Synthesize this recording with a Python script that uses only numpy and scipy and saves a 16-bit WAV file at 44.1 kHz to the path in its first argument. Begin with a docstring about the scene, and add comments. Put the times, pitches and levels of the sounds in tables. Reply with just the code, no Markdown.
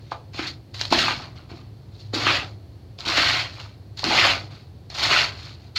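"""A small room with a low hum: two hands scoop damp gritty sand in a plastic tub, squeeze it and let it
crumble back, handful after handful. Falling sand is three showers of random impacts: crumbs, grit and fine
grains, coloured by the tub. Clods thud as decaying tub modes with a puff of noise; small lumps snap as short
noise cracks. Hum is a wavering sine, louder once as the tub booms, over filtered-noise rumble and hiss."""
import sys
import numpy as np
from scipy import signal
from scipy.fft import rfft, irfft, next_fast_len
from scipy.io import wavfile
from scipy.ndimage import uniform_filter1d, map_coordinates

SR = 44100
rng = np.random.default_rng(int(sys.argv[2]) if len(sys.argv) > 2 else 0)


def file_out(sig):
    """Save sig as 16-bit WAV at sys.argv[1]."""
    # one column per channel
    cols = np.atleast_2d(sig).T
    # limit, then scale
    lim = np.clip(cols, -1, 1)
    pcm = np.round(lim * 32767).astype(np.int16)
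    wavfile.write(sys.argv[1], SR, pcm)


N = 254898  # samples


def amp(db):
    """Decibels to gain."""
    return 10 ** (np.asarray(db) / 20)


def unit(x):
    """x at rms 1."""
    return x / np.sqrt(np.mean(x ** 2) + 1e-20)


def along(points, hz):
    """(f/Hz, value) points interpolated on a log frequency axis."""
    f, v = np.transpose(points)
    return np.interp(np.log(hz + 1), np.log(f + 1), v)


def wobble(rate_hz):
    """Smooth random curve, rate_hz knots a second."""
    knots = rng.standard_normal(int(N * rate_hz / SR) + 4)
    return map_coordinates(knots, [np.arange(N) * rate_hz / SR])


def filtered(x, response):
    """x times a response of frequency."""
    m = next_fast_len(len(x) + SR // 2)
    hz = np.fft.rfftfreq(m, 1 / SR)
    return irfft(rfft(x, m) * response(hz), m)[:len(x)]


def coloured(x, spectrum, size=4096):
    """x through a minimum-phase filter with the given (f/Hz, level/dB) spectrum."""
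    gain = amp(along(spectrum, np.fft.rfftfreq(size, 1 / SR)))
    cepstrum = irfft(np.log(gain))
    cepstrum[1:size // 2] *= 2  # fold to causal
    cepstrum[size // 2 + 1:] = 0
    impulse = irfft(np.exp(rfft(cepstrum)))
    return signal.fftconvolve(x, impulse)[:len(x)]


def resonances(modes, hz):
    """Causal response of (f/Hz, width/Hz, level/dB) resonances over a flat base."""
    response = 1
    for centre, width, db in modes:
        bandpass = 1j * hz * width / (centre ** 2 - hz ** 2 + 1j * hz * width)
        response = response + (amp(db) - 1) * bandpass
    return response


def add(track, s, sound):
    """Mix a sound into the track at time s."""
    part = track[round(s * SR):][:len(sound)]
    part += sound[:len(part)]


# room rumble, relative spectrum: f/Hz, level/dB per Hz
RUMBLE_SPECTRUM = [(25, -33.5), (40, -31), (62, -5.5), (78, -3.5), (100, 0.5), (125, -2), (160, -12),
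                   (230, -19), (340, -17.5), (500, -25), (740, -27.5), (1000, -37), (2000, -57)]
# room hiss, relative spectrum: f/Hz, level/dB per Hz
HISS_SPECTRUM = [(100, 5), (1000, 7), (3000, 2), (4400, 2.5), (5500, -3), (8000, -13), (16000, -17)]
HUM_HZ, HUM_DB = 102.8, -48.5
BOOM_AT_S, BOOM_WIDTH_S, BOOM_DB = 2.2, 0.36, 13


def background():
    """Low hum, wavering in level and phase, with the tub's boom swelling around 2.2 s; rumble, faint hiss."""
    t = np.arange(N) / SR
    boom_db = BOOM_DB * np.exp(-((t - BOOM_AT_S) / BOOM_WIDTH_S) ** 2)
    level_db = HUM_DB + boom_db + 2.5 * wobble(9)
    hum = amp(level_db) * np.sin(2 * np.pi * HUM_HZ * t + 0.6 * wobble(6.4))
    rumble = amp(-43.0) * unit(coloured(rng.standard_normal(N), RUMBLE_SPECTRUM, size=16384))
    hiss = amp(-63.0) * unit(coloured(rng.standard_normal(N), HISS_SPECTRUM))
    return hum + rumble + hiss


# room decay: f/Hz, t60/s
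ROOM_DECAY = [(200, 0.95), (1000, 0.25), (4000, 0.078), (12000, 0.17)]


def room(x):
    """Reverberation: unit-energy noise tail 5 ms late, each band decaying at its own rate."""
    hz, t, z = signal.stft(rng.standard_normal(SR // 2), SR, nperseg=256)
    decay = amp(-60 * t / along(ROOM_DECAY, hz)[:, None])
    tail = signal.istft(z * decay, SR, nperseg=256)[1]
    delayed = np.pad(x, (SR // 200, 0))
    return signal.fftconvolve(delayed, tail / np.linalg.norm(tail))[:N]


# clods landing in the tub: t/s, level of the first 7 ms/dB, thud pitch f/Hz, room share/dB
CLOD_HITS = [(0.118, -24, 820, -8), (0.345, -39, 400, -16), (0.392, -26, 285, -11.5),
             (0.914, -27.5, 262, -1), (0.9244, -20.5, 295, -8), (0.9263, -12.5, 760, -10.5),
             (1.082, -18.5, 1460, -5.5), (1.515, -38, 310, -4), (2.136, -25, 292, -3),
             (2.164, -31.5, 297, -16.5), (3.07, -31, 293, -4.5), (3.181, -26.5, 310, -6.5),
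             (4.033, -28.5, 754, -11), (4.043, -30.5, 274, 3), (4.086, -25.5, 299, -9),
             (4.108, -23.5, 800, 2.5), (4.146, -22.5, 750, -17)]
# modes of the sand-laden tub: f/Hz, relative level/dB, t60/s
TUB_MODES = [(255.3, 1, 0.05), (323.3, 5, 0.051), (664, -12, 0.035), (665, 0.5, 0.065), (857, 23.5, 0.0085),
             (1045, -6, 0.063), (1180, 5, 0.024), (1600, -6.5, 0.034)]


def clods():
    """Each clod rings the tub modes near its pitch, with a dull noise puff; returns direct sound, room send."""
    direct, sent, t = np.zeros(N), np.zeros(N), np.arange(SR // 4) / SR
    contact = 1 - np.exp(-t / 0.0008)
    for s, db, pitch_hz, room_db in CLOD_HITS:
        near = lambda hz: 1 / (1 + np.abs(np.log2((hz + 1) / pitch_hz) / 0.88) ** 4)
        ring = np.zeros(len(t))
        for hz, mode_db, t60 in TUB_MODES:
            # where the clod lands sets mode strength and phase
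            decay = amp(mode_db + rng.normal(0, 1.5) - 60 * t / t60)
            ring += near(hz) * decay * np.sin(2 * np.pi * (hz * t + rng.random()))
        puff = filtered(rng.standard_normal(len(t)), near) * amp(-60 * t / 0.03)
        thud = (unit(ring) + 0.55 * unit(puff)) * contact
        thud = amp(db) * thud / np.std(thud[:SR // 150])
        add(direct, s, thud)
        add(sent, s, amp(room_db) * thud)
    return direct, sent


# lumps snapping and pebbles clicking: t/s, peak level/dB, crumbling t60/s
SNAP_HITS = [(0.3448, -34, .06), (0.7445, -28.5, 0.025), (0.8126, -11, .04), (0.853, -15.5, .033),
             (0.9241, -9, 0.074), (2.138, -31, .05), (2.9884, -27, 0.026), (3.006, -21, 0.018),
             (3.0522, -22.5, 0.072), (3.6, -31, 0.049), (3.9931, -19.5, .07), (4.041, -10.5, 0.031),
             (4.9014, -28, 0.03), (4.9506, -28, .036), (4.9864, -20, .033)]
# relative spectrum of one snap: f/Hz, level/dB per Hz
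SNAP_SPECTRUM = [(150, -30), (700, -6.5), (2000, -10), (4000, -2), (5000, -7.5), (6000, -10.5), (7000, -21),
                 (9500, -35), (16000, -44)]


def snaps():
    """A lump gives way with one sharp crack, then sheds a short spray: noise with two decay rates."""
    track, t = np.zeros(N), np.arange(SR // 6) / SR
    for s, db, t60 in SNAP_HITS:
        decay = amp(-60 * t / 0.0045) + 0.56 * amp(-60 * t / t60)
        crack = coloured(rng.standard_normal(len(t)) * decay, SNAP_SPECTRUM)
        add(track, s, amp(db) * crack / np.max(np.abs(crack)))
    return track


ATTACK_DB_PER_S = 2502


def envelope(s, length_s, fall_db_per_s):
    """Level in dB of a move: steep rise to s, hold, steady fall."""
    t = np.arange(N) / SR - s
    return -ATTACK_DB_PER_S * np.maximum(-t, 0) - fall_db_per_s * np.maximum(t - length_s, 0)


# quiet sand movements, fingers digging and brushing, thin trickles after a handful:
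# t/s, length/s, relative level/dB, brightness/dB
QUIET_MOVES = [(0.0, 0.16, -62, 4), (0.744, 0.066, -43, 5.5), (0.795, 0.039, -37.5, 5),
               (1.185, 0.052, -43, -2.5), (1.358, 0.03, -50, -3), (1.497, 0.012, -47, -2),
               (1.556, 0.0083, -50.5, 0), (1.927, 0.14, -62, 7), (2.989, 0.075, -42, 2),
               (3.536, .11, -47, 0.5), (3.975, 0.065, -43, 6), (4.505, 0.064, -51.5, 0.5),
               (4.902, 0.065, -46, 2.5), (4.947, .04, -38.5, 6), (5.349, .14, -45.5, 2),
               (5.6, 0.053, -60, 3)]
QUIET_GRIT_DB, QUIET_FALL_DB_PER_S = -1, 166


def quiet_movements():
    """Digging, brushing or trickling holds a steady level, then settles; yields fine, grit, crumbs in dB."""
    for s, length_s, db, bright_db in QUIET_MOVES:
        level = db + envelope(s, length_s, QUIET_FALL_DB_PER_S)
        yield level + bright_db, level + QUIET_GRIT_DB, level - bright_db


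# packed clumps bursting as they land: t/s, relative level/dB, brightness/dB
CLUMP_BURSTS = [(0.116, -41, -2), (0.39, -30.5, -8), (0.471, -37.5, 6), (0.926, -20, -2), (0.988, -20, 3),
                (1.997, -59, 12), (2.146, -29.5, 6), (2.269, -14.5, -9.5), (3.081, -25.5, 2.5),
                (3.174, -15, -6), (3.6, -43, 0), (4.249, -16, -6.5), (5.03, -21.5, 3), (5.111, -17, -4.5),
                (5.763, -28, 4.5)]
BURST_HOLD_S, BURST_FALL_DB_PER_S, BURST_CRUMBS_DB = 0.0056, 340, -11


def bursts():
    """A clump falls apart at once; a bright one gives more fine grains and fewer crumbs."""
    for s, db, bright_db in CLUMP_BURSTS:
        level = db + envelope(s, BURST_HOLD_S, BURST_FALL_DB_PER_S)
        yield level + bright_db, level, level - bright_db + BURST_CRUMBS_DB


# handfuls falling back on the heap: t/s, swell/s, hold/s, relative level/dB, grit fall/(dB/s),
# fine over grit/dB, crumbs over grit/dB
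HANDFULS = [(0.336, 0.092, 0.035, -31.5, 316.5, -3.5, -8.5), (0.906, 0.053, .16, -22, 213, -2, -6),
            (2.137, 0.16, 0.074, -21, 239, -4.5, -6), (3.061, 0.15, 0.18, -18.5, 178.5, -3, -8.5),
            (4.047, 0.15, 0.11, -15.5, 218.5, -4, -6.5), (4.981, 0.16, 0.088, -18, 226.5, -3.5, -7)]
FINE_SWELL_DB, GRIT_SWELL_DB, CRUMB_SWELL_DB = 8, 14, 6
FINE_FALL_SHARE, CRUMB_FALL_SHARE = 0.84, 0.81  # of the grit fall rate
SAG_DB_PER_S = 30


def pours():
    """A handful swells as fingers open, sags as they empty, trails off; grit swells most, stops sharpest."""
    t = np.arange(N) / SR
    sizes = [(FINE_SWELL_DB, FINE_FALL_SHARE), (GRIT_SWELL_DB, 1), (CRUMB_SWELL_DB, CRUMB_FALL_SHARE)]
    for s, swell, hold, db, fall, fine_db, crumbs_db in HANDFULS:
        closed = np.clip(1 - (t - s) / swell, 0, 1)
        level = db - SAG_DB_PER_S * np.clip(t - s - swell, 0, hold)
        fine, grit, crumbs = [level - depth_db * closed + envelope(s, swell + hold, share * fall)
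                              for depth_db, share in sizes]
        yield fine + fine_db, grit, crumbs + crumbs_db


def flow():
    """Strength of fine grains, grit and crumbs: the powers of all moves add up."""
    power = 0
    for moves in (pours(), bursts(), quiet_movements()):
        for levels_db in moves:
            power = power + amp(np.maximum(levels_db, -120)) ** 2
    return np.sqrt(power)


def impacts(rate, spread_db):
    """Random grain impacts of clipped log-normal size, rate a second, at even mean power and rms 1."""
    chance = np.clip(rate / SR, 1e-4, 1)
    hits = (rng.random(N) < chance) * rng.choice([-1, 1], N)
    size_db = spread_db * np.clip(rng.standard_normal(N), -2, 2)
    return unit(hits * amp(size_db) / np.sqrt(chance))


def patchy(x, depth_db):
    """Colour flickers in random gain patches, roughly 200 Hz by 20 ms."""
    z = signal.stft(x, nperseg=512)[2]
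    field = uniform_filter1d(rng.standard_normal(z.shape), size=2, axis=0)
    field = uniform_filter1d(field, size=3, axis=1)
    return signal.istft(z * amp(depth_db * unit(field)), nperseg=512)[1][:N]


# relative spectrum of falling grains: f/Hz, level/dB per Hz
SAND_SPECTRUM = [(90, -34.5), (200, -16), (325, -4), (460, -10.5), (690, 4), (900, -1.5), (1700, -2),
                 (2250, 4), (3500, -0.5), (4900, -6), (5800, -14), (6900, -22.5), (9500, -36.5),
                 (13000, -37.5), (16000, -41)]
# tub hollow, heard in every falling grain: f/Hz, width/Hz, level/dB
HOLLOW_MODES = [(680, 170, -4), (1080, 73, 2), (1280, 140, 3), (1520, 46, 5), (1590, 22, -1.5),
                (2250, 96, -2.5), (2440, 120, -2), (3000, 65, -4.5), (6820, 480, 6.5)]


def shower(rate, low_hz, high_hz):
    """Impacts of one grain size, band-limited and coloured by the tub hollow, at rms 1."""
    hits = patchy(impacts(rate, spread_db=4.5), depth_db=2.6)
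    band = lambda hz: 1 / np.sqrt((1 + (low_hz / (hz + 1)) ** 14) * (1 + (hz / high_hz) ** 14))
    response = lambda hz: band(hz) * resonances(HOLLOW_MODES, hz)
    return unit(filtered(coloured(hits, SAND_SPECTRUM), response))


def falling_sand():
    """More flow means more impacts a second; the sand's weight shakes the tub as a low noise boom."""
    fine, grit, crumbs = flow()
    rate = 1700 + 8500 * np.sqrt((fine + grit) / np.max(fine + grit))
    # crumbs: few and low; finest grains: many and high
    low = amp(-3.5) * crumbs * shower(rate / 6, low_hz=120, high_hz=1365)
    middle = amp(-2.5) * grit * shower(rate / 2, low_hz=1287, high_hz=3470)
    high = amp(-4.5) * fine * shower(rate, low_hz=3670, high_hz=16000)
    clumping = amp(0.7 * wobble(70))  # slight level waver
    boom_spectrum = [(25, -53.5), (60, 0.0), (125, 0.5), (200, -13.5), (400, -58)]  # f/Hz, level/dB
    boom = unit(coloured(rng.standard_normal(N), boom_spectrum))
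    weight = np.sqrt(np.abs(uniform_filter1d(grit + crumbs, size=4000)))
    return clumping * (low + middle + high) + amp(-32) * weight * boom


def scene():
    """Sand close by, a little room, and the background."""
    sand = falling_sand() + snaps()
    thuds, thuds_sent = clods()
    reverb = room(amp(-10.0) * sand + thuds_sent)
    return (sand + thuds + reverb + background())[None]


# microphone presence peak: f/Hz, width/Hz, level/dB
PRESENCE_PEAK = [(4334, 440, 6.9)]
TOP_HZ = 15850


def record(dry):
    """Small microphone: presence peak, soft limiting of the loudest peaks, steep band limit."""
    voltage = filtered(dry[0], lambda hz: resonances(PRESENCE_PEAK, hz))
    rounded = voltage / (1 + np.abs(voltage / 0.95) ** 6) ** (1 / 6)
    return filtered(rounded, lambda hz: hz < TOP_HZ)[None]


dry = scene()
out = record(dry)
file_out(out)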